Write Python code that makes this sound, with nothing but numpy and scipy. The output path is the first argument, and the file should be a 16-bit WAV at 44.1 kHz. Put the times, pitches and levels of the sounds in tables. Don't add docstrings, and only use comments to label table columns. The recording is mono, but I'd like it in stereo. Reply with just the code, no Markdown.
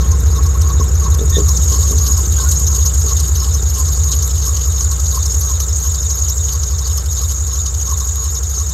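import sys
import numpy as np
from scipy import signal
from scipy.fft import rfft, irfft, next_fast_len
from scipy.io import wavfile

SR = 44100
rng = np.random.default_rng(int(sys.argv[2]) if len(sys.argv) > 2 else 0)


def master(y):
    cut = np.clip(np.atleast_2d(y).T, -1, 1)
    pcm = np.round(cut * 32767)
    wavfile.write(sys.argv[1], SR, pcm.astype(np.int16))


N = 384993

# time in seconds, crank speed in rpm.
IDLE_SPEED = [(0, 691.7), (.57, 713.3), (1.28, 703.0), (4.07, 709.1), (4.44, 699.3), (6.48, 706.2),
              (8.73, 700.5)]
# frequency in Hz, correlation (held within -1 to 1).
CHANNEL_LIKENESS = [(60, 0.61), (130, 1), (290, 0.76), (640, 0.38), (1400, -0.031), (3100, -0.11),
                    (8000, -0.38), (9900, -0.11), (11600, -0.26), (12700, 1), (14000, -2.7), (15300, .1)]

# relative pulse level in dB, how early the pulse arrives
CYLINDERS = [(14.5, 1), (17.5, 0.113), (11, 0.82), (-3.5, 0.4), (12.5, 0.0069), (16, 0.9), (17.5, 0.18),
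             (9.5, 0)]
FIRST_FIRING_CYCLES, BANK_LEAD_CYCLES = .779, .027
# frequency in Hz, width in Hz, relative level in dB.
PIPE_MODES = [(63.52, 5.63, 2), (85.9, 5.33, 1.5), (141.5, 3, -11), (155.2, 4.2, -19.5)]
# frequency in Hz, width in Hz, relative level in dB.
BLOCK_MODES = [(245, 4.3, 2.5), (354, 57, -1), (394, 8, 3.5), (446.5, 5, 9)]

MOUNT_SHAKES = [(.155, 0.072, 0.67), (.36, 0.033, 1.4), (.88, 0.051, 0.3)]
# frequency in Hz, relative level in dB.
RUMBLE_COLOUR = [(20, -10), (40, 3.5), (110, 3), (160, 4.5), (210, -8), (270, -8.5), (330, -7), (480, -9.5),
                 (700, -32.5), (1500, -52)]
# frequency in Hz, relative level in dB.
WHIRR_COLOUR = [(200, -31), (450, 3.5), (650, -0.5), (900, 0.5), (1300, 2), (1800, -3), (2500, -9.5),
                (3500, -15), (6000, -30), (15000, -34.5)]
# frequency in Hz, width in Hz, relative level in dB.
COVER_MODES = [(393, 79, 7), (452, 65, 9), (792, 51, 2.5), (1091, 16, 9), (1293, 33, 8.5), (1557, 44, 3.5)]
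RUMBLE_DB, RUMBLE_LOSS_DB = -27.5, 11
RISE_START_S, RISE_LENGTH_S = 1.92, 3.7

BELT_LAPS, PULLEY_TURNS = .2482, 2.423
# place in laps, half width in laps, relative level in dB.
HOOT_PLACES = [(0.031, 0.048, -6), (0.188, 0.019, -4), (.49, 0.012, -11), (.55, .028, -0.5),
               (0.687, 0.022, -8), (0.814, 0.01, -8), (0.924, 0.019, -11.5)]
# time in seconds, onset level in dB before the noise shapes it.
BELT_TICKS = [(0.841, -17), (4.224, -14), (4.277, -15), (5.343, -16.5), (5.603, -11), (6.975, -9.5),
              (7.15, -39), (8.157, -14)]

# time in seconds, blow strength in dB before padding.
BONNET_KNOCKS = [(.798, -18.5), (1.192, -22), (1.214, -18), (1.368, -14.5), (1.383, -13.5), (1.402, -21),
                 (1.718, -23), (1.91, -20), (1.935, -23), (3.044, -24)]
# frequency in Hz, relative level in dB, t60 in seconds.
SHEET_MODES = [(185, -13, .12), (242, -7, .14), (322, -9, .14), (410, -3, .17), (452, -3, .16),
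               (520, -10, .08), (640, -20, .05), (1120, -14, .08), (1545, -13, .05)]
# time in seconds, half length in seconds,
# centre pitch in Hz, fundamental in dB and octave in dB before the reflections.
CATCH_SQUEAKS = [(1.193, 0.0043, 1800, -39, -27), (1.331, 0.0054, 1823, -30, -25.5),
                 (1.362, 0.011, 1830, -27.5, -17), (2.391, 0.0086, 1548, -32, -56.5),
                 (2.472, .013, 1452, -30.5, -55)]
LIFT_START_S, LIFT_LENGTH_S, BONNET_LOSS_DB = 1.04, 0.65, 9.5

# place in laps, nominal half width in laps,
# nominal scuff in dB, nominal fall of squeal pitch in Hz.
WORN_PATCHES = [(0.018, .014, 11.5, 337), (.091, 0.032, -1, 304), (.173, .0085, 13.5, 620),
                (0.206, .012, -2, 289), (0.294, 0.0076, 7.5, 402), (.352, .012, -9, 192),
                (0.394, 0.014, 5.5, 431), (0.464, 0.018, 4.5, 423), (.521, .016, 12, 298),
                (.559, .014, -2, 281), (.63, .012, 6, 356), (0.671, .007, 12.5, 560.2),
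                (0.734, .018, 2.5, 310), (.791, .009, 6, 425), (.84, .014, -18, 193), (.897, .008, 11, 550),
                (0.921, .015, -4.5, 249), (0.967, .021, 1.5, 337)]
# frequency in Hz, relative level in dB.
RUB_COLOUR = [(2000, -38), (3000, -3), (3800, -7.5), (4800, -1), (5500, -14), (5900, -39), (6500, 15),
              (7500, 2), (8800, 4), (10000, -19), (11200, 4.5), (13100, -1), (14200, 4.5), (15700, -20)]
# frequency in Hz, left minus right in dB.
RUB_LEAN = [(3000, 1), (4200, -1), (5500, 18), (6700, 12), (7800, 12), (9000, -6), (15000, 2.5)]
# frequency in Hz, width in Hz, relative level in dB.
PULLEY_MODES = [(4025, 300, -10.5), (4540, 580, -7.5), (5180, 180, -11), (5340, 92, -7), (6670, 960, -22),
                (12210, 310, -6.5)]
# time in seconds, level in dB before the trim.
SQUEAL_LEVEL = [(0.0, -28.5), (1.29, -25.5), (1.34, -20), (2.84, -20.5), (3.4, -24), (6.15, -20.5),
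                (7.07, -26.5), (7.1, -22.5), (8.73, -23.5)]
SQUEAL_TRIM_DB = -1.12

PEAK_LIMIT, CUTOFF_HZ = .92, 15750


def from_db(db):
    return 10 ** (np.asarray(db) / 20)


def rms_one(x):
    return x / np.sqrt(np.mean(x ** 2) + 1e-20)


def in_time(rows):
    s, *columns = np.transpose(rows)
    return [np.interp(np.arange(N) / SR, s, c) for c in columns]


def at_hz(points, hz):
    points = np.array(points)
    return np.interp(np.log(hz + 1), np.log(points[:, 0]), points[:, 1])


def fading(start_db, loss_db_per_s):
    return start_db - loss_db_per_s * np.arange(N) / SR


def travel(start_s, length_s):
    return np.clip((np.arange(N) / SR - start_s) / length_s, 0, 1)


def lean(left_db):
    return from_db(np.array([[.5], [-.5]]) * left_db)


def drift(rate_hz):
    size = next_fast_len(N, True)
    hz = np.fft.rfftfreq(size, 1 / SR)
    slowed = rfft(rng.standard_normal(size)) / (1 + (hz / rate_hz) ** 2)
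    return rms_one(irfft(slowed, size)[:N])


def noise(colour, balance=((1000, 2),)):
    size = next_fast_len(N, True)
    hz = np.fft.rfftfreq(size, 1 / SR)
    mid, side = rfft(rng.standard_normal((2, size)))
    alike = np.clip(at_hz(CHANNEL_LIKENESS, hz), -1, 1)
    pair = np.sqrt(1 + alike) * mid + np.sqrt(1 - alike) * side * [[1], [-1]]
    coloured = pair * from_db(at_hz(colour, hz)) * lean(at_hz(balance, hz))
    return rms_one(irfft(coloured, size)[:, :N])


def resonate(x, modes):
    out = 0
    for k, (hz, width_hz, db) in enumerate(modes):
        r = np.exp(-np.pi * width_hz / SR)
        gain = (-1) ** k * from_db(db) * (1 - r * r)
        poles = [1, -2 * r * np.cos(2 * np.pi * hz / SR), r * r]
        out = out + gain * signal.lfilter([1, 0, -1], poles, x)
    return rms_one(out)


def bump(turns, place, width):
    away = turns - place
    away = away - np.round(away)
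    return np.exp(-.5 * np.minimum((away / width) ** 2, 50))


def bay(x, t60, left_direct_db, right_direct_db):
    t = np.arange(SR // 20) / SR
    echoes = rng.standard_normal((2, len(t))) * from_db(-60 * t / t60) * (t > .0005)
    echoes /= np.sqrt(np.sum(echoes ** 2, axis=1, keepdims=True))
    echoes[:, 0] = from_db([left_direct_db, right_direct_db])
    echoes /= np.sqrt(np.sum(echoes ** 2, axis=1, keepdims=True))
    return signal.oaconvolve(x[None], echoes, axes=1)[:, :N]


def machinery(cycles, rumble_db, whirr_db, covers_db=-3.0):
    firing = 1 + 0.1 * np.cos(2 * np.pi * (len(CYLINDERS) * cycles - .15))
    shaking = sum(strength * bump(cycles, place, width) for place, width, strength in MOUNT_SHAKES)
    lope = rms_one(firing * (1 + shaking))
    rumble = from_db(rumble_db) * noise(RUMBLE_COLOUR)
    covers = from_db(whirr_db + covers_db) * resonate(noise(WHIRR_COLOUR), COVER_MODES)
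    whirr = from_db(whirr_db) * noise(WHIRR_COLOUR, balance=((300, 6.5), (1200, 1.7), (3000, 0.38)))
    return lope * (rumble + covers) + rms_one(firing) * whirr


def exhaust(cycles, uneven_db=0.94, block_db=-33):
    run_in = SR // 2
    cycles = np.r_[np.arange(-run_in, 0) * cycles[0], cycles]
    pulses = np.zeros(len(cycles))
    for k, (db, bank) in enumerate(CYLINDERS):
        offset = FIRST_FIRING_CYCLES + k / len(CYLINDERS) - bank * BANK_LEAD_CYCLES
        firings = np.flatnonzero(np.diff(np.floor(cycles - offset)))
        pulses[firings] += from_db(db + uneven_db * rng.standard_normal(len(firings)))
    radiated = signal.sosfilt(signal.butter(4, 55, "high", fs=SR, output="sos"), pulses)
    pipes = resonate(radiated, PIPE_MODES)
    block = from_db(block_db) * resonate(radiated, BLOCK_MODES)
    return (pipes + block)[run_in:]


def chirps(cycles):
    pulley = 0.085 + bump(cycles * PULLEY_TURNS, 0.13, 0.22)
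    surge = 0.3 + bump(2 * cycles, 0.27, 0.17)
    scrape = pulley * surge * noise([(2500, -7), (3700, 5), (5000, -16)])
    return resonate(scrape, [(3615, 160, 0), (4180, 650, -1)]) * lean(0.89)


def hoots(cycles, hoot_hz=1100, wander_hz=17, rough_hz=35):
    laps = cycles * BELT_LAPS
    drive = 0.051 + sum(from_db(db) * bump(laps, place, width) for place, width, db in HOOT_PLACES)
    pitch_hz = hoot_hz + wander_hz * drift(9.3) + rough_hz * drift(183)
    strength = drive * from_db(2.4 * drift(1.5) + 3.7 * drift(60))
    hum = strength * np.sin(2 * np.pi * np.cumsum(pitch_hz) / SR)
    return rms_one(bay(hum, 0.007, 6.4, 3.4)) * lean(4.1)


def ticks(decay_s=0.0032):
    blows = np.zeros(N)
    for s, db in BELT_TICKS:
        blows[round(s * SR)] = from_db(db)
    envelope = signal.lfilter([1], [1, -np.exp(-1 / (decay_s * SR))], blows)
    return envelope * noise(RUB_COLOUR, RUB_LEAN)


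def knocks(crack_db=-24, crack_s=0.0095, contact_hz=620):
    blows, ring, age = np.zeros(N), 0, np.arange(SR // 2) / SR
    for s, db in BONNET_KNOCKS:
        blows[round(s * SR)] = from_db(db)
    padding = signal.butter(2, contact_hz, fs=SR, output="sos")
    blows = signal.sosfilt(padding, blows + 1e-18)
    for hz, db, t60 in SHEET_MODES:
        decay = np.exp(-np.log(1000) * age / t60)
        ring = ring + from_db(db) * np.sin(2 * np.pi * hz * age) * decay
    ring = ring + from_db(crack_db) * rng.standard_normal(len(age)) * np.exp(-age / crack_s)
    return signal.oaconvolve(blows, ring)[:N]


def squeaks(waver_depth=0.0297):
    t, out = np.arange(N) / SR, np.zeros(N)
    waver = 1 + waver_depth * drift(340)
    for s, half_s, hz, db, octave_db in CATCH_SQUEAKS:
        phase = 2 * np.pi * np.cumsum(hz * waver) / SR
        tone = from_db(db) * np.sin(phase) + from_db(octave_db) * np.sin(2 * phase)
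        out += bump(t / t[-1], s / t[-1], half_s / t[-1]) * tone
    return out


def bonnet():
    return bay(knocks() + squeaks(), .02, 12, 10)


def belt_contact(cycles, vary_db=1.44):
    laps = cycles * BELT_LAPS
    scuff, sag_hz = np.zeros(N), np.zeros(N)
    for place, width, db, fall_hz in WORN_PATCHES:
        away = (laps - place + .5) % 1 - .5
        near = np.flatnonzero(np.abs(away) < 5 * width)
        passing = bump(away[near], 0, width * np.where(away[near] < 0, .8, 1.15))
        lap_bites = from_db(vary_db * rng.standard_normal(int(laps[-1]) + 3))
        bite = lap_bites[np.round(laps[near] - place).astype(int)]
        scuff[near] += from_db(db) * bite * passing
        sag_hz[near] += fall_hz * np.sqrt(bite) * passing
    return scuff, sag_hz


def rubbing(cycles, scuff, smooth=1.5, grain_db=1.0, patchy_db=5.0, ring_db=-9):
    tug = 1 + 0.088 * np.cos(2 * np.pi * (len(CYLINDERS) * cycles - .12))
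    grip = smooth + 4 * np.tanh(scuff / 4)
    force = grip * tug * from_db(grain_db * drift(700))
    rest, hiss = noise(RUB_COLOUR, RUB_LEAN), 0
    for edge_hz in np.geomspace(4200, 13000, 6):
        band = signal.sosfiltfilt(signal.butter(4, edge_hz, fs=SR, output="sos"), rest)
        hiss = hiss + band * from_db(patchy_db * drift(23))
        rest = rest - band
    rings = 0
    for hz, width_hz, db in PULLEY_MODES:
        drive = force ** 1.5 * from_db(4.5 * drift(25)) * rng.standard_normal(N)
        narrow = resonate(drive, [(hz, width_hz, 0)])
        rings = rings + from_db(db) * resonate(narrow, [(hz, 4 * width_hz, 0)])
    return rms_one(force * (hiss + rest)) + from_db(ring_db) * bay(rings, 0.072, 12.0, 0) * lean(6.4)


def squeal(cycles, scuff, sag_hz, free_hz=6950, grip_hz=200, tear_hz=100, tug_hz=70, skate_hz=340,
           flicker_db=2.5, octave_db=-19):
    grip = np.tanh(sag_hz / grip_hz)
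    tug = np.cos(2 * np.pi * (len(CYLINDERS) * cycles - .1))
    flutter_hz = 65 * drift(51.2) - tug_hz * tug + skate_hz * (1.45 - grip) * drift(1202)
    torn_hz = tear_hz * np.maximum(scuff - 1, 0) * (drift(500) - .5)
    phase = 2 * np.pi * np.cumsum(free_hz - sag_hz + flutter_hz + torn_hz) / SR
    strength = (0.97 + grip) * from_db(1.0 * tug + flicker_db * drift(89) + 1.7 * drift(300))
    tone = rms_one(bay(strength * np.sin(phase), .026, 4, -4)) * lean(10.5)
    octave = rms_one(bay(strength * np.sin(2 * phase), 0.0048, -16, -25))
    return tone + from_db(octave_db) * octave


def scene():
    cycles = np.cumsum(in_time(IDLE_SPEED)[0]) / (2 * 60 * SR)
    risen = travel(RISE_START_S, RISE_LENGTH_S)
    shut = 1 - travel(LIFT_START_S, LIFT_LENGTH_S)
    scuff, sag_hz = belt_contact(cycles)
    engine = machinery(cycles, RUMBLE_DB - RUMBLE_LOSS_DB * risen, fading(-35.5, loss_db_per_s=0.49))
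    pipe = from_db(fading(-10, loss_db_per_s=0.94)) * exhaust(cycles) * lean(1.0)
    chirping = from_db(-40) * chirps(cycles)
    hooting = from_db(fading(-37.5, loss_db_per_s=0.8)) * hoots(cycles)
    hiss_db = fading(-21, loss_db_per_s=0.92) - BONNET_LOSS_DB * shut
    hiss = from_db(hiss_db) * rubbing(cycles, scuff)
    whistle = from_db(in_time(SQUEAL_LEVEL)[0] + SQUEAL_TRIM_DB) * squeal(cycles, scuff, sag_hz)
    return engine + pipe + chirping + hooting + ticks() + bonnet() + hiss + whistle


def record(dry):
    rounded = dry / (1 + (dry / PEAK_LIMIT) ** 10) ** .1
    return signal.sosfilt(signal.ellip(12, .1, 90, CUTOFF_HZ, fs=SR, output="sos"), rounded)


dry = scene()
out = record(dry)
master(out)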